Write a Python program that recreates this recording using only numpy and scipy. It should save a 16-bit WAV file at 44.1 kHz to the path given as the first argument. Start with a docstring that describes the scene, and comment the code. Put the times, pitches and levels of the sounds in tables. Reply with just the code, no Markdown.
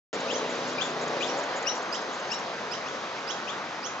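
"""A steady wash of distant traffic comes first, with one droning engine that slowly fades away.
An insect rasps in long-short pairs, then stops. Birds in a leafy tree trade short rising chirps:
slurred ones from the left, sharper ones with a final flick mostly from the right.
The leaves scatter each call, and a thin high whine comes and goes. Traffic and insect are
filtered noise; the engine is a stack of tones, and each chirp is a sliding whistle."""
import sys
import numpy as np
from scipy import signal
from scipy.fft import rfft, irfft
from scipy.io import wavfile

SR = 44100
rng = np.random.default_rng(int(sys.argv[2]) if len(sys.argv) > 2 else 0)


def pcm_store(signal):
    """Save signal as 16-bit PCM."""
    levels = np.round(np.clip(np.atleast_2d(signal), -1, 1) * 32767)
    wavfile.write(sys.argv[1], SR, levels.astype(np.int16).T)


N = 176400
T = np.arange(N) / SR


def from_db(db):
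    """Turn decibels into a number to multiply by."""
    return 10 ** (np.asarray(db) / 20)


def unit_level(x):
    """Scale a signal to an average power of 1."""
    return x / np.sqrt(np.mean(x ** 2) + 1e-20)


def in_time(rows):
    """Join a table's rows with straight lines: one curve per column after the time."""
    times, *columns = np.transpose(rows)
    return [np.interp(T, times, column) for column in columns]


def at_hz(points, hz):
    """Read a (frequency, value) table, with octaves evenly spaced."""
    frequencies, values = np.transpose(points)
    return np.interp(np.log(hz), np.log(frequencies), values)


def drift(rate):
    """A smooth random wobble of about 1 either way; a higher rate wobbles faster."""
    r = np.exp(-20 * np.pi * rate / SR)
    slow = signal.lfilter([1], [1, -2 * r, r * r], rng.standard_normal(N // 10 + 4002))[4000:]
    return np.interp(np.arange(N) / 10, np.arange(len(slow)), unit_level(slow))


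def band(x, low_hz, high_hz):
    """Keep mainly the sound between two frequencies."""
    return signal.sosfilt(signal.butter(2, [low_hz, high_hz], "band", fs=SR, output="sos"), x)


def gate(t, length, edge_s):
    """Fade in, hold, fade out."""
    return np.sin(np.pi / 2 * np.clip(np.minimum(t, length - t) / edge_s, 0, 1)) ** 2


def panned(x, pan_db):
    """Place a sound: pan is how much louder the left is than the right."""
    return x * unit_level(from_db([[pan_db / 2], [-pan_db / 2]]))


def left_leads(x, radians):
    """Shift the left channel's waves ahead of the right's by the angle radians(hz)."""
    hz = np.arange(N // 2 + 1) * SR / N
    return irfft(rfft(x) * np.exp(.5j * radians(hz) * [[1], [-1]]), N)


# Road noise over time; only each level's swing around its average is used:
# (time [s], rumble [dB], low middle [dB], tyre noise [dB], treble [dB])
TRAFFIC_LEVELS = [(.13, -46, -37, -40, -39.5), (.35, -45, -37.5, -39, -40.5), (.7, -45.5, -37.5, -40, -40),
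                  (.95, -46, -38, -38.5, -41.5), (1.15, -44.5, -36, -38, -40.5),
                  (1.36, -44.5, -35.5, -37.5, -40.5), (1.55, -45.5, -38, -37.5, -41.5),
                  (1.9, -45.5, -40, -38.5, -43.5), (2.2, -44, -40, -39.5, -42.5),
                  (2.6, -44.5, -42, -41, -43), (3.3, -45, -43, -39.5, -43.5), (4, -44, -45.5, -39.5, -46)]
# Where those four levels apply: (frequency [Hz])
TRAFFIC_LEVELS_HZ = [220, 540, 1200, 3600]
# The road's tone colour: (frequency [Hz], relative level per hertz [dB])
TRAFFIC_COLOUR = [(40, -46), (62, -33.5), (100, -21.5), (150, -13), (240, -8), (330, -7), (540, -1.5),
                  (800, -3.5), (1100, -3), (1450, -6), (2000, -9.5), (2700, -14.5), (3600, -15),
                  (4600, -17.5), (5600, -19.5), (6500, -21.5), (7600, -42)]
# How alike left and right sound: (frequency [Hz], likeness [0 to 1])
TRAFFIC_LIKENESS = [(60, .94), (200, .98), (500, .96), (1000, .86), (2000, .68), (4000, .46), (7000, 0.52)]
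# Which way the road noise leans: (frequency [Hz], pan [dB])
TRAFFIC_PAN = [(100, 1.9), (500, 1.1), (1400, 1.3), (3000, -2.1), (7000, -1.9)]


def traffic():
    """Far road noise, wider in the treble; its low middle sinks as the vehicle leaves."""
    swings_db = np.array([level - level.mean() for level in in_time(TRAFFIC_LEVELS)])
    edges_hz = 40 * 2 ** (np.arange(24) / 3)   # three bands to an octave
    wash, noise = 0, rng.standard_normal((2, 2, N))
    for k, (low, high) in enumerate(zip(edges_hz, edges_hz[1:])):
        middle, side = band(noise[k % 2], low, high)
        hz = np.sqrt(low * high)
        alike = at_hz(TRAFFIC_LIKENESS, hz)
        stereo = np.sqrt(1 + alike) * middle + np.sqrt(1 - alike) * side * [[1], [-1]]
        weights = np.array([np.interp(np.log(hz), np.log(TRAFFIC_LEVELS_HZ), w) for w in np.eye(4)])
        gain = from_db(at_hz(TRAFFIC_COLOUR, hz) + weights @ swings_db + drift(11))
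        wash = wash + panned(gain * stereo, at_hz(TRAFFIC_PAN, hz))
    return from_db(-33) * unit_level(wash)


# The engine's run; its resonance is a range of pitches that rings louder:
# (time [s], cycle rate [Hz], gain of tones and hiss [dB], resonance [Hz], its lift [dB], hum [dB])
ENGINE_RUN = [(.13, 29.9, -2, 530, 9, -55), (.3, 30.45, 0, 530, 10, -61), (.5, 31.1, 1, 530, 6, -60),
              (.7, 31.4, 1, 400, 1, -54), (.93, 31.2, -2, 420, 5, -48), (1.12, 30.1, 0, 450, 7, -48),
              (1.22, 31.1, 0, 480, 4, -50), (1.35, 34, 1, 500, 6, -58), (1.43, 34.5, -6, 720, 13, -64),
              (1.6, 34, -12, 760, 14, -66), (2.2, 34, -21, 760, 14, -75), (4, 34.8, -42, 760, 10, -90)]
# The engine's tones: (multiple of the cycle rate, level before gain and lift [dB])
ENGINE_TONES = [(4, -62), (6, -51), (8, -44), (9, -49.5), (10, -52.5), (11, -48), (12, -51), (14, -46.5),
                (15, -47), (16, -52), (17, -49), (18, -47.5), (19, -54), (20, -56), (21, -51), (22, -51),
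                (23, -54)]


def engine():
    """A far engine's cycles make a stack of tones; its low hum grows, then it speeds up and fades."""
    cycle_hz, gain_db, resonance_hz, lift_db, hum_db = in_time(ENGINE_RUN)
    phase = 2 * np.pi * np.cumsum(cycle_hz * (1 + .0015 * drift(8.2))) / SR
    drone = from_db(hum_db) * np.sin(5 * phase)   # the low hum
    for multiple, tone_db in ENGINE_TONES:
        octaves_away = np.log2(multiple * cycle_hz / resonance_hz)
        resonance_db = lift_db * np.exp(-(octaves_away / .25) ** 2)
        waver_db = 2 * drift(3.4)
        tone = np.sin(multiple * phase + .5 * drift(3.4))
        drone = drone + from_db(gain_db + tone_db + resonance_db + waver_db) * tone
    hiss = from_db(gain_db - 52) * unit_level(band(rng.standard_normal(N), low_hz=3400, high_hz=4000))
    return panned(drone + hiss, pan_db=2)


# The insect's pairs of rasps: (time [s], level [dB], delay of the short rasp [s])
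RASP_PAIRS = [(0.127, -46.5, 0.073), (.306, -47, 0.07), (0.493, -49, 0.058), (.670, -49, 0.055),
              (.840, -48.5, 0.06), (1.009, -47, 0.066), (1.197, -48.5, .067), (1.370, -47, 0.062),
              (1.556, -46, .066), (1.750, -47.5, .071), (1.939, -48, 0.072), (2.126, -48.5, .067),
              (2.316, -46.5, 0.07)]


def insect(long_s=.038, short_s=.015, edge_s=.0033):
    """An insect rasps in pairs: a long and a short burst of high, narrow noise."""
    loudness = sum(from_db(db) * (gate(T - start, long_s, edge_s) + gate(T - start - gap, short_s, edge_s))
                   for start, db, gap in RASP_PAIRS)
    rasp = unit_level(band(rng.standard_normal(N), low_hz=6420, high_hz=7310))
    return panned(loudness * rasp, pan_db=3)


def bird_whistle(hz, main_gain, octave_gain):
    """A bird's voice: a main tone, its octave (twice the pitch) and a trace at three times the pitch."""
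    phase = 2 * np.pi * np.cumsum(hz) / SR
    overtones = np.sin(2 * phase) + from_db(-20) * np.sin(3 * phase)
    return main_gain * np.sin(phase) + octave_gain * overtones


# Slurred calls: (time [s], lead-in [s], rise [s], low pitch [Hz], high pitch [Hz], level [dB],
# relative lead-in level [dB], loudest point [share of rise], octave level [dB], pan [dB])
SLURRED_CHIRPS = [(.274, .024, .034, 2540, 3560, -29, -9, .2, -42, 7),
                  (.779, .019, .036, 2380, 3680, -27.3, -5, .65, -38, 10),
                  (1.204, .013, .034, 2400, 3680, -28.3, -3.5, .65, -42, 10),
                  (2.858, .008, .036, 2500, 3500, -42, -5, .45, -49, 3),
                  (3.470, .004, .040, 2430, 3660, -33.5, -9, .65, -45, 8)]


def slurred_chirps():
    """A soft held note slides up and flattens at the top; yields (sample positions, call, pan)."""
    warble = drift(450)
    roughness = from_db(2.5 * warble)   # the level shakes with the pitch
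    for start, lead, rise, low, high, db, lead_db, peak, octave_db, pan_db in SLURRED_CHIRPS:
        at = np.flatnonzero((T >= start) & (T < start + lead + rise))
        t = T[at] - start
        progress = (t - lead) / rise
        climb = np.sin(np.pi / 2 * np.clip(progress, 0, 1)) ** 1.3
        hz = (low + (high - low) * climb) * (1 + .018 * warble[at])
        arch_db = np.interp(progress, [-.1, .1, peak, 1], [lead_db, -1, 0, -9])
        shape = roughness[at] * gate(t, lead + rise, edge_s=.005) * from_db(arch_db)
        yield at, bird_whistle(hz, shape * from_db(db), shape * from_db(octave_db)), pan_db


# Sharp calls: (time [s], rise [s], four pitches evenly spaced along the rise [Hz], main level [dB],
# swell up to it [dB], octave level [dB], octave's loudest point [share of rise],
# octave's drop away from that point [dB], flick level [dB], pan [dB], warble [share of pitch])
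SHARP_CHIRPS = [(.326, .038, 2270, 2650, 3020, 3350, -36, 10, -35, .75, 5, -65, -10, .006),
                (1.272, .036, 2350, 2590, 2870, 3200, -39, 10, -38, .55, 6, -65, -11, .006),
                (1.656, .035, 2400, 2590, 2900, 3100, -28, 3, -24.5, .7, 12, -30.5, 7, .02),
                (1.919, .038, 2220, 2520, 2820, 3450, -31, 14, -30.5, .42, 12, -40, -11, .004),
                (2.298, .035, 2270, 2480, 2720, 2950, -29.5, 8, -28.5, .62, 11, -36, 6, .016),
                (2.707, .034, 2230, 2480, 2720, 3180, -33.5, 10, -33, .48, 8, -41, -10, .004),
                (3.271, .041, 2280, 2560, 2860, 3430, -30.5, 12, -33, .42, 4, -39, -11, .003),
                (3.827, .041, 2180, 2600, 2980, 3400, -35, 10, -34, .7, 4, -58, -10, .004)]


def sharp_chirps(flick_hz=3900, flick_s=.012, jump_s=.003):
    """A rising whistle swells late, then flicks to a high note; yields (sample positions, call, pan)."""
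    warble = drift(450)
    for row in SHARP_CHIRPS:
        start, rise, *pitches, db, swell_db, octave_db, peak, drop_db, flick_db, pan_db, depth = row
        at = np.flatnonzero((T >= start) & (T < start + rise + flick_s))
        t = T[at] - start
        progress = np.clip(t / rise, 0, 1)
        jump = np.clip((t - rise) / jump_s, 0, 1)   # 0 in the slide, 1 in the flick
        pitch_curve = np.polyfit(np.linspace(0, 1, 4), pitches, 3)
        slide_hz = np.polyval(pitch_curve, progress) * (1 + depth * warble[at])
        hz = slide_hz + (flick_hz - slide_hz) * jump
        swell = from_db(db + np.interp(progress, [.42, .86], [-swell_db, 0]))
        main = swell * (1 - jump) ** 2 + from_db(flick_db) * jump ** 2
        near_peak = np.exp(-((progress - peak) / .33) ** 2)
        octave = from_db(octave_db - drop_db * (1 - near_peak)) * (1 - jump) ** 2
        shape = gate(t, rise + flick_s, edge_s=.005)
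        yield at, bird_whistle(hz, shape * main, shape * octave), pan_db


def leaf_echoes(x, build_s=.01, fade_s=.29, lowest_hz=4000, ground_s=.038):
    """Many tiny echoes from the leaves, which scatter treble best, and one from the ground."""
    t = T[:SR // 2]
    echoes = rng.standard_normal((2, len(t))) * from_db(-60 * t / fade_s) * np.minimum(t / build_s, 1)
    echoes *= from_db(-.5) / np.sqrt(np.sum(echoes ** 2, axis=1, keepdims=True))
    echoes = signal.sosfilt(signal.butter(2, lowest_hz, "high", fs=SR, output="sos"), echoes)
    echoes[:, int(ground_s * SR)] += from_db(-17.5)
    return signal.fftconvolve(x, echoes, axes=1)[:, :N]


def birds():
    """All calls with a fast flutter; their echoes lean only a little to the caller's side."""
    direct, scattered = 0, 0
    flutter = from_db(2.2 * drift(110))
    for at, chirp, pan_db in [*slurred_chirps(), *sharp_chirps()]:
        call = np.zeros(N)
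        call[at] = chirp * flutter[at]
        lead_s = 3e-6 * pan_db   # a call reaches the nearer microphone first
        direct = direct + left_leads(panned(call, pan_db), lambda hz: 2 * np.pi * hz * lead_s)
        scattered = scattered + panned(call, pan_db * .33)
    return direct + leaf_echoes(scattered)


# How the thin high tone comes and goes: (time [s], level [dB])
WHINE_LEVELS = [(1, -78), (1.2, -63), (1.7, -60), (1.92, -52), (2.12, -56), (2.3, -54), (2.65, -62),
                (2.87, -56), (3.2, -64), (3.5, -80)]


def whine():
    """A faint high tone whose pitch wavers slightly."""
    db, = in_time(WHINE_LEVELS)
    hz = 6348 + 4 * drift(25)
    return from_db(db) * np.sin(2 * np.pi * np.cumsum(hz) / SR)


def scene():
    """Traffic and engine behind, with the insect, birds and whine in front."""
    return traffic() + engine() + insect() + birds() + whine()


# How far the left microphone's waves run ahead of the right's: (frequency [Hz], lead [radians])
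MICROPHONE_LEAD = [(100, .05), (500, .28), (1460, .8), (2070, 1.0), (3400, .8), (4400, .3), (5400, -.1),
                   (7500, -.1)]


def record(dry, silence_s=.129, cutoff_hz=8300):
    """Two microphones slightly out of step; a moment of silence comes first, and the top treble is cut."""
    heard = left_leads(dry, lambda hz: at_hz(MICROPHONE_LEAD, np.maximum(hz, 1)))
    started = heard * np.clip((T - silence_s) * 1000, 0, 1)
    return signal.sosfilt(signal.cheby2(20, 70, cutoff_hz, fs=SR, output="sos"), started)


dry = scene()
out = record(dry)
pcm_store(out)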